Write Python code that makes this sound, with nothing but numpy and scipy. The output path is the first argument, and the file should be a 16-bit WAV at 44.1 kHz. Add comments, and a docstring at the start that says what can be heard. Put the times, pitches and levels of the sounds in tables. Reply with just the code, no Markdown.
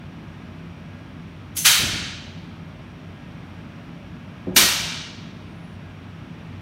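"""One microphone in a block-walled workshop: noise shaped by ducts and fans hums and rushes throughout.
A robot arm's gripper seeps, then vents a pilot and a release blast of noise with a whistle; the hall rings.
The dropped stack of flat cardboard boxes thuds, as enveloped noise. Later the jaw knocks, in noise and
decaying sines, a clamp blast grips the next stack, and it thuds once more under the squeeze.
Last, a thin squeak, a wavering sine, rises and falls as the arm takes the load."""
import sys
import numpy as np
from scipy import signal
from scipy.fft import rfft, irfft, next_fast_len
from scipy.io import wavfile
from scipy.ndimage import map_coordinates

SR = 44100
rng = np.random.default_rng(int(sys.argv[2]) if len(sys.argv) > 2 else 0)


def waveform_to_disk(signal):
    """Save audio, clipped to [-1, 1], as 16-bit WAV at the path in sys.argv[1]."""
    frames = np.transpose(np.atleast_2d(signal))
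    scaled = np.clip(frames, -1, 1) * 32767
    samples = np.round(scaled).astype(np.int16)
    wavfile.write(sys.argv[1], SR, samples)


N = 291501  # samples, 6.61 s


def amp(db):
    """Decibels to gain."""
    return 10 ** (np.asarray(db) / 20)


def unit(x):
    """Scale to rms 1."""
    return x / np.sqrt(np.mean(x ** 2) + 1e-20)


def along(points, hz):
    """Read (pitch_hz, value) points at hz, straight lines on a log frequency axis."""
    f, v = np.transpose(points)
    return np.interp(np.log(hz + 1), np.log(f + 1), v)


def since(start_s):
    """Seconds elapsed after start_s, zero before it."""
    return np.maximum(np.arange(N) / SR - start_s, 0)


def wobble(rate):
    """A smooth random curve through rate random knots a second."""
    knots = rng.standard_normal(int(N * rate / SR) + 4)
    return map_coordinates(knots, [np.arange(N) * rate / SR])


def filtered(x, response):
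    """Multiply the spectrum of x by a response of frequency."""
    m = next_fast_len(N + SR // 2)  # spare room keeps the end from wrapping onto the start
    hz = np.fft.rfftfreq(m, 1 / SR)
    return irfft(rfft(x, m) * response(hz), m)[:N]


def rush(spectrum, tones=()):
    """Turbulent noise of rms 1: a broad spectrum with narrow resonances, or dips, on it."""
    def response(hz):
        bumps = sum(db / (1 + (2 * (hz - centre) / width) ** 2) for centre, width, db in tones)
        return amp(along(spectrum, hz) + bumps)
    return unit(filtered(rng.standard_normal(N), response))


def strike(start_s, rise_s, t60_s):
    """An envelope that rises in a straight line from start_s, then dies away exponentially."""
    return np.minimum(since(start_s) / rise_s, 1) * amp(-60 * since(start_s + rise_s) / t60_s)


# low rumble in the ducts: pitch_hz, level_db (relative density)
DUCT_RUMBLE = [(20, -49), (30, -34.5), (40, -20.5), (58, -9), (75, -11), (95, -2.5), (120, -6.5),
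               (160, -2.5), (200, -6), (250, -6), (370, -16.5), (500, -31), (1100, -63.5)]
# duct resonances on that rumble: pitch_hz, width_hz, boost_db
DUCT_RESONANCES = [(57.6, 7, 4), (91.8, 13, 5.5), (166, 15, 6.5), (245, 7.4, 1.5), (358, 5.1, 4.5)]
# air moving through the room: pitch_hz, level_db (relative density)
AIR_DRAUGHT = [(260, -37), (440, -0.5), (519, -4.5), (639, -1.5), (901, -3.5), (1050, -4), (1430, -4.5),
               (1590, -7), (1840, -8), (2380, -6.5), (3400, -12), (4300, -19.5), (4870, -21.5), (5740, -25),
               (7620, -33.5), (9820, -32.5), (15600, -43.5)]
# fan tones on the draught: pitch_hz, width_hz, boost_db (negative is a dip)
FAN_RESONANCES = [(569, 11, 8.5), (625, 7.3, 8), (1276, 12, 5), (1639, 11, 13), (1850, 6.9, 10.5),
                  (5650, 210, 7.5), (10270, 550, -7.5)]


def ventilation(rumble_db=-38.5, draught_db=-48, flutter_db=0.4):
    """Fan noise drones in the duct resonances under a slightly fluttering rush of air."""
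    drone = amp(rumble_db) * rush(DUCT_RUMBLE, DUCT_RESONANCES)
    air = amp(draught_db + flutter_db * wobble(2.2)) * rush(AIR_DRAUGHT, FAN_RESONANCES)
    return drone + air


# hiss of a seal about to open: pitch_hz, level_db (relative density)
SEAL_HISS = [(1500, -24), (5000, -8), (6700, 0), (8500, -9), (11300, -3), (15700, -12)]
SEEP_LEAD_S, SEEP_DB = 0.018, -37


def seep():
    """A thin hiss grows at the seal until the port opens, then fades at twice the blast's decay rate."""
    flow = np.zeros(N)
    for start_s, _, _, emptying_s in PORT_BLASTS:
        flow += strike(start_s - SEEP_LEAD_S, SEEP_LEAD_S, emptying_s) ** 2
    return amp(SEEP_DB) * flow * rush(SEAL_HISS)


# decay of the workshop's tail: pitch_hz, t60_s
HALL_DECAY = [(500, 1.12), (1500, 1.2), (3000, 1.27), (5000, 1.09), (8000, .77), (11000, .52), (15500, .40)]


def diffuse(flow, noise):
    """The hall's tail: energy piles up, swells again as the far wall answers, and drains, treble first."""
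    build_s, far_wall_s, smear_s = .006, .38, .12
    hz, t, bands = signal.stft(noise, SR, nperseg=256)
    far_wall = np.exp(-((t - far_wall_s) / smear_s) ** 2)
    arrivals = (1 - np.exp(-t / build_s)) ** 2 * (1 + far_wall)
    decay = arrivals * amp(-60 * t / along(HALL_DECAY, hz)[:, None]) ** 2  # squared: energy
    decay /= decay.sum(axis=1).mean()
    energy = np.interp(t, np.arange(N) / SR, flow ** 2)
    stored = signal.fftconvolve(energy[None], decay, axes=1)[:, :len(t)]
    return signal.istft(bands * np.sqrt(np.abs(stored)), SR, nperseg=256)[1][:N]


def hall(flow, port):
    """A jet of strength flow: heard directly, scattered off the near walls, and as a long tail."""
    tail_db, early_db, wall_delay_s, early_t60_s = -3.1, -7.3, .042, .43
    t = np.arange(SR // 2) / SR
    walls = (amp(-60 * t / early_t60_s) * np.clip(t / wall_delay_s, 0, 1) ** 4) ** 2  # energy
    scattered = signal.fftconvolve(flow ** 2, walls / walls.sum())[:N]
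    early = amp(early_db) * np.sqrt(np.abs(scattered))
    near = np.hypot(flow, early) * rush(*port)
    return near + amp(tail_db) * diffuse(flow, rush(*port))


def bounces(x, strength=0.1, spread_s=.011, count=8):
    """Quick reflections off the arm, bench and stacks put a fine ripple on the spectrum."""
    delays = spread_s * rng.uniform(.05, 1, count)
    copies = sum(np.pad(x, (round(d * SR), 0))[:N] for d in delays)
    return (x + strength * copies) / np.sqrt(1 + count * strength ** 2)


# air vented by the pilot, release and clamp ports in turn:
# start_s, level_db (of the direct jet, before reflections), opening_s, emptying_t60_s
PORT_BLASTS = [(1.563, -23, .005, 0.21), (1.640, -9.5, .017, 0.27), (4.5584, -9, 0.0062, .25)]
# broad hiss of each port: pitch_hz, level_db (relative density)
PILOT_HISS = [(500, -43.5), (900, -21.5), (1400, -15), (2050, -11.5), (2950, -6), (4100, -6.5),
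              (5200, -5.5), (7300, -3.5), (9000, -1.5), (10800, 1), (12500, -3), (15700, -10)]
RELEASE_HISS = [(150, -43.5), (350, -22.5), (620, -16.5), (850, -13.5), (1370, -4), (2060, -2), (2950, -1),
                (4050, 0.35), (5100, -4.5), (7300, -6.5), (9000, -7.5), (10800, -8.5), (15600, -12.5)]
CLAMP_HISS = [(120, -40), (400, -10.5), (880, -7.5), (1370, -3), (2060, -3), (2950, 0.3), (4050, 1),
              (5100, -2.5), (6100, 0), (7300, -6), (9000, -5), (10800, -9), (12500, -4.5), (15600, -13)]
# narrow resonances of each port: pitch_hz, width_hz, boost_db
PILOT_RESONANCES = [(9400, 400, 2), (11200, 220, 2)]
RELEASE_RESONANCES = [(3150, 300, 1.5), (6160, 660, 4.64), (9800, 350, 2.4)]
CLAMP_RESONANCES = [(2290, 160, 2), (5600, 450, 2), (8520, 720, 1.4)]
FULL_FLOW_S = 0.011  # a port blows at full pressure this long


def valve():
    """A port opens, blows at full pressure, then fades as the line empties."""
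    ports = [(PILOT_HISS, PILOT_RESONANCES), (RELEASE_HISS, RELEASE_RESONANCES),
             (CLAMP_HISS, CLAMP_RESONANCES)]
    air = np.zeros(N)
    for (start_s, level_db, opening_s, emptying_s), port in zip(PORT_BLASTS, ports):
        opened = np.minimum(since(start_s) / opening_s, 1) ** 2
        fade_db = -60 * since(start_s + opening_s + FULL_FLOW_S) / emptying_s
        air += bounces(hall(opened * amp(level_db + fade_db), port))
    return air


WHISTLE_LAG_S, WHISTLE_RISE_S, WHISTLE_T60_S = .01, .009, .25  # lag after the pilot port starts to open
WHISTLE_DB = -25.5


def whistle(centre_hz=6170, width_hz=380):
    """A breathy edge tone of the pilot port: a narrow band of noise that rises fast and dies away."""
    tone = filtered(rng.standard_normal(N), lambda hz: 1 / (1 + (2 * (hz - centre_hz) / width_hz) ** 4))
    swell = strike(PORT_BLASTS[0][0] + WHISTLE_LAG_S, WHISTLE_RISE_S, WHISTLE_T60_S)
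    return amp(WHISTLE_DB) * swell * unit(tone)


# the stack lands, settles or is squeezed: start_s, level_db (of the bulk)
STACK_THUDS = [(1.790, -30.5), (1.824, -28), (1.92, -31.5), (2.014, -37.5), (4.789, -37)]
# dull bulk of the stack: pitch_hz, level_db (relative density)
STACK_BULK = [(20, -52.5), (35, -23), (55, -0.5), (90, 0.5), (190, -10.5), (300, -12), (600, -23.5),
              (1500, -57.5), (5000, -110)]
# slap of its loose top sheets: pitch_hz, level_db (relative density)
SHEET_SLAP = [(90, -31.5), (190, -1), (370, -5.5), (520, -13.5), (700, -11), (1500, -33.5), (5000, -61.5),
              (12000, -110)]
THUD_RISE_S, THUD_T60_S, THUD_SLAP_DB = .016, .4, -4.5  # slap level is against the bulk


def cardboard():
    """Each thud is a dull push of the whole stack with a slap of loose sheets."""
    energy = sum((amp(db) * strike(s, THUD_RISE_S, THUD_T60_S)) ** 2 for s, db in STACK_THUDS)
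    return np.sqrt(energy) * (rush(STACK_BULK) + amp(THUD_SLAP_DB) * rush(SHEET_SLAP))


# the jaw strikes the stack: start_s, ring_db (0 dB mode), slap_db, slap_t60_s (sheets and bulk)
JAW_KNOCKS = [(4.468, -24.5, -33, .9), (4.564, -31, -26.5, 0.3), (4.621, -30, -39, .2)]
# modes of the gripper on its arm: pitch_hz, level_db (against ring_db), t60_s
GRIPPER_MODES = [(184.2, 0, 0.42), (275, -2, .15), (363, -4.5, 0.51), (515, -6.5, 0.16)]
KNOCK_RISE_S, KNOCK_BULK_DB = .005, -37  # every knock: contact time, push of the whole stack


def jaw():
    """Each knock slaps the top sheets, pushes the stack and sets the gripper ringing low."""
    sheets, bulk, out = rush(SHEET_SLAP), rush(STACK_BULK), np.zeros(N)
    for start_s, ring_db, slap_db, slap_t60_s in JAW_KNOCKS:
        slap = amp(slap_db) * sheets + amp(KNOCK_BULK_DB) * bulk
        out += strike(start_s, KNOCK_RISE_S, slap_t60_s) * slap
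        for pitch_hz, level_db, t60_s in GRIPPER_MODES:
            ring = np.sin(2 * np.pi * (pitch_hz * since(start_s) + rng.random()))
            out += amp(ring_db + level_db) * strike(start_s, KNOCK_RISE_S, t60_s) * ring
    return out


# strain on the grip swells and eases once
STRAIN_PEAK_S, STRAIN_BUILD_S, STRAIN_EASE_S = 5.635, .08, .1
SQUEAK_SLACK_HZ, SQUEAK_RISE_HZ = 8650, 1560  # pitch without strain, and what full strain adds
SQUEAK_START_S, SQUEAK_SWELL_S, SQUEAK_RELEASE_S, SQUEAK_DB = 5.39, .31, .085, -70.5


def squeak(waver=0.007, flutter_db=3):
    """A thin unsteady whistle whose pitch rises and falls with the strain as the grip takes the weight."""
    t = np.arange(N) / SR - STRAIN_PEAK_S
    strain = np.exp(-np.abs(t / np.where(t < 0, STRAIN_BUILD_S, STRAIN_EASE_S)) ** 2.6)
    pitch_hz = (SQUEAK_SLACK_HZ + SQUEAK_RISE_HZ * strain) * (1 + waver * wobble(500))
    swell = np.minimum(since(SQUEAK_START_S) / SQUEAK_SWELL_S, 1)
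    release = np.maximum(1 - since(SQUEAK_START_S + SQUEAK_SWELL_S) / SQUEAK_RELEASE_S, 0)
    tone = amp(flutter_db * wobble(90)) * np.sin(2 * np.pi * np.cumsum(pitch_hz) / SR)
    return amp(SQUEAK_DB) * swell * release * unit(tone)


def scene():
    """Everything as it arrives at one microphone."""
    gripper = valve() + seep() + whistle() + jaw() + squeak()
    return (gripper + cardboard() + ventilation())[None]


TOP_HZ = 15800  # the recorder's band limit


def record(dry, ceiling=0.97):
    """The recorder rounds off the highest peaks, then cuts steeply above its band limit."""
    rounded = dry[0] / (1 + np.abs(dry[0] / ceiling) ** 8) ** (1 / 8)
    return filtered(rounded, lambda hz: 1 / np.sqrt(1 + (hz / TOP_HZ) ** 400))[None]


dry = scene()
out = record(dry)
waveform_to_disk(out)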